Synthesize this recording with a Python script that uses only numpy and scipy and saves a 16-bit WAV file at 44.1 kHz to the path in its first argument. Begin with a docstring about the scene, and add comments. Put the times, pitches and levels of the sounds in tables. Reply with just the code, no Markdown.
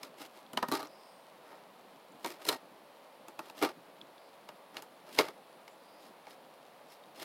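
"""Filleting a fish on the porch

One microphone, close to a hollow plastic cleaning table under a porch roof. The knife snaps through
ribs and rasps along the backbone; each slip knocks the table top, and the wet flesh ticks.
Farther off lie a soft outdoor rush, a faint insect and a few thin whistles."""
import sys
import numpy as np
from scipy import signal
from scipy.fft import rfft, irfft
from scipy.io import wavfile
from scipy.ndimage import uniform_filter1d

SR = 44100
rng = np.random.default_rng(int(sys.argv[2]) if len(sys.argv) > 2 else 0)


def store_pcm(level_fs):
    """Save levels as 16-bit WAV."""
    pcm = np.round(np.clip(level_fs, -1, 1) * 32767).astype(np.int16)
    wavfile.write(sys.argv[1], SR, np.atleast_2d(pcm).T)


N = 319284
TIME = np.arange(N) / SR
# Knife, bone and table sound in four registers: thud, knock, crack, snap. Each row: low and high edge
# in Hz, first and tail t60 in seconds, then gains in dB for the tail, the table's modes and a fracture.
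REGISTERS = [(260, 547, 0.069, 0.24, -9, -0.5, -2.5), (501, 1420, 0.082, 0.11, -34, -2.5, 1),
             (1710, 4940, 0.019, 0.2, -23.5, -13.5, -.5), (5000, 14200, 0.0079, 0.11, -23.5, -11.5, -1)]


def bones(lead_in_db, lead_in_s):
    """Ribs give way one by one under the blade; a brief swell of noise softens the start of each crack."""
    # Each row: start in seconds, then force, brittleness and depth of the push in dB.
    breaks = [(0.0309, -53.5, 8.5, 0), (0.5316, -46.5, -6.5, 2), (0.5727, -34.5, 2.5, -3.5),
              (0.6266, -32.5, -7, -4.5), (0.6843, -39, -8.5, 2.5), (.715, -33, -13, 1.5),
              (0.7212, -36, -2, 1.5), (.7298, -40.5, -5, -4), (0.7366, -38.5, -7, 1), (.828, -48, -5, -0.5),
              (2.245, -39, -2.5, -1.5), (2.26, -43, -3.5, 3.5), (2.3024, -54.5, 2, 2.5),
              (2.451, -48.5, 1.5, 0.5), (2.4874, -35, 8, 2), (2.494, -43, 7, -7), (3.282, -49.5, -7.5, 0.5),
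              (3.3908, -42, -5, -3), (3.498, -54, 2, -3.5), (3.6246, -30, -6.5, 3.5),
              (4.4883, -54.5, 2, -6.5), (4.7673, -54, 13, -5), (4.8214, -52, -4, 1),
              (5.187, -25.5, 2.5, 2.5), (5.2842, -48.5, 0, -0.5), (5.6779, -59, 4.5, -2),
              (6.2678, -57, -1, -8.5)]
    # Each row, one per register: offset in dB, then shares of force, brittleness and depth.
    bone_colour = [(-1, 1, 0, 0.84), (-0.5, 1, 0.091, -0.82), (.5, 1, 1, -0.039), (-4, 0.78, 0.43, 1)]
    usual_db = -51
    out, t = np.zeros(N), TIME[:int(lead_in_s * SR)]
    for s, force_db, brittle_db, depth_db in breaks:
        pitches_hz, edge_db = wedge(s)
        colour_db = np.array(bone_colour) @ [1, force_db - usual_db, brittle_db, depth_db]
        levels_db = usual_db + edge_db + colour_db
        clean_db = .25 * (levels_db[2] - levels_db[1])  # less knock on the table, a cleaner snap
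        add(out, s, fracture(levels_db, pitches_hz, crack_db=clean_db - 5))
        for (low, high, *_), db in zip(REGISTERS[1:], levels_db[1:]):
            lead_in = band_noise(len(t), low, high) * (t / lead_in_s) ** 2
            add(out, s + .001025 - lead_in_s, from_db(db + lead_in_db) * lead_in)
    return out


def fracture(levels_db, pitches_hz, crack_db, rise_s=.0014, give_s=.0017, tone_q=31):
    """A bone gives, cracks and sets off brief overtones, the table's modes and the porch's short tail."""
    t, attack = TIME[:SR // 4], slice(SR // 100)
    onset = 1 - np.exp(-(t / rise_s) ** 2)
    ring = table_ring(t, spread_db=3) * onset
    crack = 1e-18 + (np.arange(len(t)) == round(give_s * SR))
    out = 0
    for k, (low, high, first_t60, tail_t60, tail_db, modes_db, fracture_db) in enumerate(REGISTERS):
        if k == 0:  # the thud's range depends on where the table is pushed
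            low, high = pitches_hz[0] / 1.5, pitches_hz[0] * 1.5
        fading = from_db(-60 * t / first_t60) + from_db(tail_db - 60 * t / tail_t60)
        burst = rng.standard_normal(len(t)) * fading * onset
        parts = band([burst, ring, crack], low, high)
        gains = from_db([0, modes_db, crack_db]) / np.std(parts[:, attack], axis=1)
        sound = gains @ parts
        if k < len(pitches_hz):  # one damped resonance stands out, set by how the blade is wedged
            hz, tone_db = pitches_hz[k], 2 if k == 0 else -1.5
            damping = np.pi * hz / tone_q + np.log(1000) / first_t60 / 2
            tone = np.sin(2 * np.pi * hz * t) * onset * np.exp(-t * damping)
            tone = band(tone, hz / 2, hz * 2, order=2)
            sound += from_db(tone_db) * np.std(sound[attack]) * tone / np.std(tone[attack])
        out += from_db(levels_db[k] + fracture_db) * sound / np.std(sound[attack])
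    return out


def wedge(s):
    """How the blade sits at second s sets three pitches and the treble gain of the top register."""
    # Each row: start in seconds, pitches of thud, knock and blade ring in Hz, treble in dB.
    wedges = [(0, 260, 995, 5260, 2.5), (.5, 235, 990, 3010, 0), (.6, 239, 977, 1770, -1),
              (.7, 295, 1170, 4050, 0.5), (2.0, 350, 930, 2270, .5), (2.4, 410, 960, 4150, 4.5),
              (3.0, 330, 870, 2600, 1), (3.55, 398, 1296, 2310, -2.5), (4.2, 410, 850, 2860, 3.5),
              (5.0, 430, 870, 2175, -3)]
    _, *pitches_hz, treble_db = [row for row in wedges if row[0] <= s][-1]
    return pitches_hz, np.array([0, 0, 0, treble_db])


def strokes(ends_db, ring_db, bite_db):
    """Each stroke swells and fades; its slips ring in the blade and, under weight, drum on the table."""
    out, t = np.zeros(N), TIME[:SR // 4]
    for crest, swell_s, fade_s, db, colour_db, ring_hz in blade_moves():
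        along = np.interp(t, [0, swell_s, swell_s + fade_s], [-1, 0, 1])
        swell = from_db(ends_db * np.abs(along)) * (1 - along ** 8)
        bite = 1 / (1 + from_db(bite_db - db))  # a hard stroke is grittier and makes the blade ring
        slips = friction(len(t), 2600, spread_db=2 + 3 * bite, judder_db=5.5 + 1.2 * bite, smooth_db=-5)
        slips = blade_ring(slips, ring_hz, width_hz=560, boost_db=-5 + 3 * bite)
        drummed = signal.fftconvolve(slips, table_ring(t, spread_db=1.5))[len(t) // 4:][:len(t)]
        for (low, high, *_, modes_db, _), share_db in zip(REGISTERS, colour_db):
            rasp, body = band([slips, drummed], low, high)
            sound = swell * (rms_one(rasp) + from_db(modes_db + ring_db) * rms_one(body))
            sound *= np.sqrt(np.sum(swell ** 2) / np.sum(sound ** 2))
            add(out, crest - swell_s, from_db(db + share_db) * sound)
    return out


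def blade_moves():
    """Light slices over the ribs take one move each; deep cuts along the backbone take three."""
    # Each row: crest and length in seconds, level and weight on the blade in dB.
    slices = [(.04, 0.088, -56, 3.5), (0.224, .11, -50.5, 0), (0.372, 0.11, -61, -0.5),
              (1.52, 0.21, -64, 8.5), (2.423, 0.063, -56.5, 5), (3.468, .12, -60, 0.5),
              (4.773, 0.085, -53.5, 5), (5.095, .11, -59.5, 2), (6.05, .15, -63.5, -5),
              (6.311, 0.081, -58.5, -2.5), (6.923, .1, -62, -8.5), (7.225, .15, -48, -1.5)]
    # Each row: crest and crunch length in seconds, crunch and run-out levels in dB,
    # run-out fade in seconds, weight on the blade and extra thud in dB.
    cuts = [(.756, .062, -39.5, -49.5, 0.095, 1.5, -1.5), (2.276, .06, -48, -54, .075, -5, 3),
            (2.492, 0.061, -38.5, -43.5, 0.05, -1.5, 2), (3.641, .058, -34, -49, 0.047, 3, 5),
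            (5.199, .054, -32.5, -50, 0.086, 0.5, -11)]
    free_ring_hz, octaves_per_db = 3080, -.07  # in a slice, weight lowers the blade's ring
    # Each move: crest, swell and fade in seconds, level and register gains in dB, ring in Hz.
    for s, length_s, db, weight_db in slices:
        ring_hz = free_ring_hz * 2 ** (octaves_per_db * weight_db)
        yield s, length_s / 2, length_s / 2, db, stroke_colour(weight_db), ring_hz
    for s, length_s, db, run_out_db, fade_s, weight_db, thud_db in cuts:
        (*_, ring_hz), edge_db = wedge(s)
        approach = stroke_colour(weight_db - 5)  # the edge slides in lightly
        crunch = stroke_colour(weight_db + 1.5) + edge_db + [thud_db, 0, 0, 0]
        run_out = stroke_colour(weight_db + 5.5) + .6 * edge_db  # pressed down on the table
        yield s - .04, .056, .12, db - 18.5, approach, free_ring_hz
        yield s, length_s / 2, length_s / 2, db, crunch, ring_hz
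        yield s + .036, .032, fade_s, run_out_db, run_out, ring_hz


def stroke_colour(weight_db):
    """Weight on the blade drives the table and muffles the hiss; gives each register's gain in dB."""
    # Each row, one per register: offset in dB, share of the weight.
    response = [(-0.5, 0.48), (0.5, 1), (0, -0.075), (-4, -0.36)]
    return np.array(response) @ [1, weight_db]


def friction(size, slips_per_s, spread_db, judder_db, smooth_db):
    """Surfaces catch and slip: tiny clicks of uneven size that come in clumps, over a smooth rub."""
    heights = from_db(spread_db * np.minimum(rng.exponential(1, size), 3)) * rng.choice([-1, 1], size)
    slips = rms_one(heights * (rng.random(size) < slips_per_s / SR))
    rub = from_db(smooth_db) * rng.standard_normal(size)
    return (slips + rub) * from_db(judder_db * np.tanh(drift(260, size)))


def blade_ring(x, hz, width_hz, boost_db):
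    """The blade's resonance lifts one band out of the rasp."""
    r = np.exp(-np.pi * width_hz / SR)
    gain = (1 - r * r) / 2
    peak = signal.lfilter([gain, 0, -gain], [1, -2 * r * np.cos(2 * np.pi * hz / SR), r * r], x)
    return x + from_db(boost_db) * peak


def table_ring(t, spread_db):
    """The table top rings under the blade; where a touch lands decides how strongly each mode answers."""
    # Each row: pitch in Hz, relative level in dB, t60 in seconds.
    modes = [(267, -8.5, 0.11), (314, 4, 0.052), (391.5, -2.5, 0.18), (423, -7, 0.061), (645, 4.5, 0.047),
             (802, 4.5, 0.04), (904, 0.5, 0.089), (970, -16, 0.098), (1172, -4.5, 0.11), (1252, -6, 0.13),
             (1340, -4, 0.079), (1673, -7, 0.072), (1870, -8.5, 0.23), (2170, 7.5, 0.028), (2760, 4, 0.045),
             (3800, -22, 0.056), (3850, -5, 0.051), (4150, -2, 0.045), (5110, 1, 0.051), (9200, -7, 0.023)]
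    hz, db, t60 = np.transpose(modes)[:, :, None]
    strength = from_db(db + spread_db * rng.standard_normal(db.shape)) * rng.choice([-1, 1], db.shape)
    return np.sum(strength * from_db(-60 * t / t60) * np.sin(2 * np.pi * hz * t), axis=0)


def table_sway(knife, low_db, deep_db):
    """Every push also shakes the whole table a little, low down."""
    push = np.sqrt(np.maximum(uniform_filter1d(band(knife, 150, 2300) ** 2, SR // 60), 0))
    low = from_db(low_db) * band_noise(N, 122, 215)
    deep = from_db(deep_db) * band_noise(N, 20, 100, order=2)
    return push * (low + deep)


def wet_ticks(t60, rise_s, band_ratio):
    """Small wet films burst on flesh and scales, each with a brief pitch."""
    # Each row: start in seconds, pitch in Hz, peak level in dB.
    ticks = [(0.464, 3400, -47.5), (0.871, 5680, -46.5), (2.121, 7100, -56), (4.014, 3440, -37.5),
             (4.18, 3500, -50.5), (5.679, 5770, -52), (7.038, 3700, -47.5)]
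    out, t = np.zeros(N), TIME[:SR // 20]
    for s, hz, db in ticks:
        fizz = band_noise(len(t), hz / band_ratio, hz * band_ratio, order=2)
        envelope = from_db(-60 * t / t60) * (1 - np.exp(-t / rise_s))
        pop = (np.sin(2 * np.pi * hz * t) + .5 * fizz) * envelope
        add(out, s, from_db(db) * pop / np.abs(pop).max())
    return out


def handling(crackle_db, bump_db):
    """Hands and flesh shift all the while: faint sticky crackle and soft bumps."""
    sticking = friction(N, slips_per_s=70, spread_db=4, judder_db=2, smooth_db=-20)
    crackle = band(sticking, 2000, 4700, order=1)
    bumps = band_noise(N, 155, 383) * from_db(3.9 * drift(28))
    return from_db(crackle_db) * rms_one(crackle) + from_db(bump_db) * rms_one(bumps)


def porch(x):
    """Table top, post and roof each throw the sound back to the microphone once."""
    # Each row: delay in seconds, gain in dB.
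    echoes = [(.0021, -29), (.0064, -22), (0.0113, -21.5)]
    out = x.copy()
    for delay_s, db in echoes:
        add(out, delay_s, from_db(db) * x)
    return out


def outdoor_air(level_db):
    """A far, even rush of air from beyond the porch."""
    # Each row: frequency in Hz, relative spectral density in dB.
    spectrum = [(20, -26), (90, -33), (130, -18.5), (200, -11.5), (350, -7.5), (550, 3), (720, 0.5),
                (930, -1), (1150, -4.5), (1500, -10.5), (4300, -17), (6300, -28), (8300, -28), (10000, -24),
                (16000, -28)]
    hz, db = np.transpose(spectrum)
    bins = np.maximum(np.fft.rfftfreq(N, 1 / SR), 1)
    colour = from_db(np.interp(np.log(bins), np.log(hz), db))
    return from_db(level_db) * rms_one(irfft(rfft(rng.standard_normal(N)) * colour, N))


def insect():
    """An insect's thin shimmer rises and sinks in the background."""
    # Each row: time in seconds, level in dB.
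    levels = [(0, -105), (3.8, -90), (5.4, -79), (6.6, -89), (7.24, -91)]
    return from_db(np.interp(TIME, *np.transpose(levels))) * band_noise(N, 9680, 9900, order=1)


def whistles(band_ratio):
    """Faint, thin whistles come and go: narrow bands of hiss that swell and fade."""
    # Each row: crest and length in seconds, pitch in Hz, level in dB.
    swells = [(0.999, 0.65, 5000, -69.5), (1.1, 0.61, 8700, -75), (4.25, 0.26, 4760, -72),
              (5.725, 0.1, 7360, -75), (5.948, 0.47, 4800, -71), (6.92, .09, 5350, -67)]
    out = np.zeros(N)
    for s, length_s, hz, db in swells:
        swell = np.hanning(int(length_s * SR))
        hiss = band_noise(SR, hz / band_ratio, hz * band_ratio, order=2)
        add(out, s - length_s / 2, from_db(db) * swell * hiss[:len(swell)])
    return out


def from_db(db):
    return 10 ** (np.asarray(db) / 20)


def rms_one(x):
    return x / np.sqrt(np.mean(x ** 2) + 1e-20)


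def band(x, low_hz, high_hz, order=3):
    """Causal band-pass."""
    sos = signal.butter(order, [low_hz, min(high_hz, .45 * SR)], "band", fs=SR, output="sos")
    return signal.sosfilt(sos, x)


def band_noise(size, low_hz, high_hz, order=3):
    """Band-passed noise with rms 1."""
    return rms_one(band(rng.standard_normal(size), low_hz, high_hz, order))


def drift(rate_hz, size=N):
    """A random wander with a spread of about 1."""
    return np.interp(TIME[:size] * rate_hz, np.arange(size), rng.standard_normal(size))


def add(track, s, sound):
    """Mixes a sound into the track from second s on."""
    at = int(np.clip(round(s * SR), 0, N - 1))
    track[at:at + len(sound)] += sound[:N - at]


def scene():
    """Knife, table and fish up close, the outdoors behind them, in mono."""
    cracks = bones(lead_in_db=-8, lead_in_s=.006)
    knife = porch(cracks + strokes(ends_db=-13.5, ring_db=3.5, bite_db=-46))
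    fish = wet_ticks(t60=.0094, rise_s=.00072, band_ratio=1.23)
    fish += handling(crackle_db=-78.5, bump_db=-67.5)
    sway = table_sway(knife, low_db=-23, deep_db=-50)
    background = outdoor_air(level_db=-57.15) + insect() + whistles(band_ratio=1.063)
    return (knife + sway + fish + background)[None]


def record(dry):
    """The microphone's signal is cut off steeply above 16 kHz."""
    return signal.sosfilt(signal.ellip(10, .1, 70, 16000, fs=SR, output="sos"), dry)


dry = scene()
out = record(dry)
store_pcm(out)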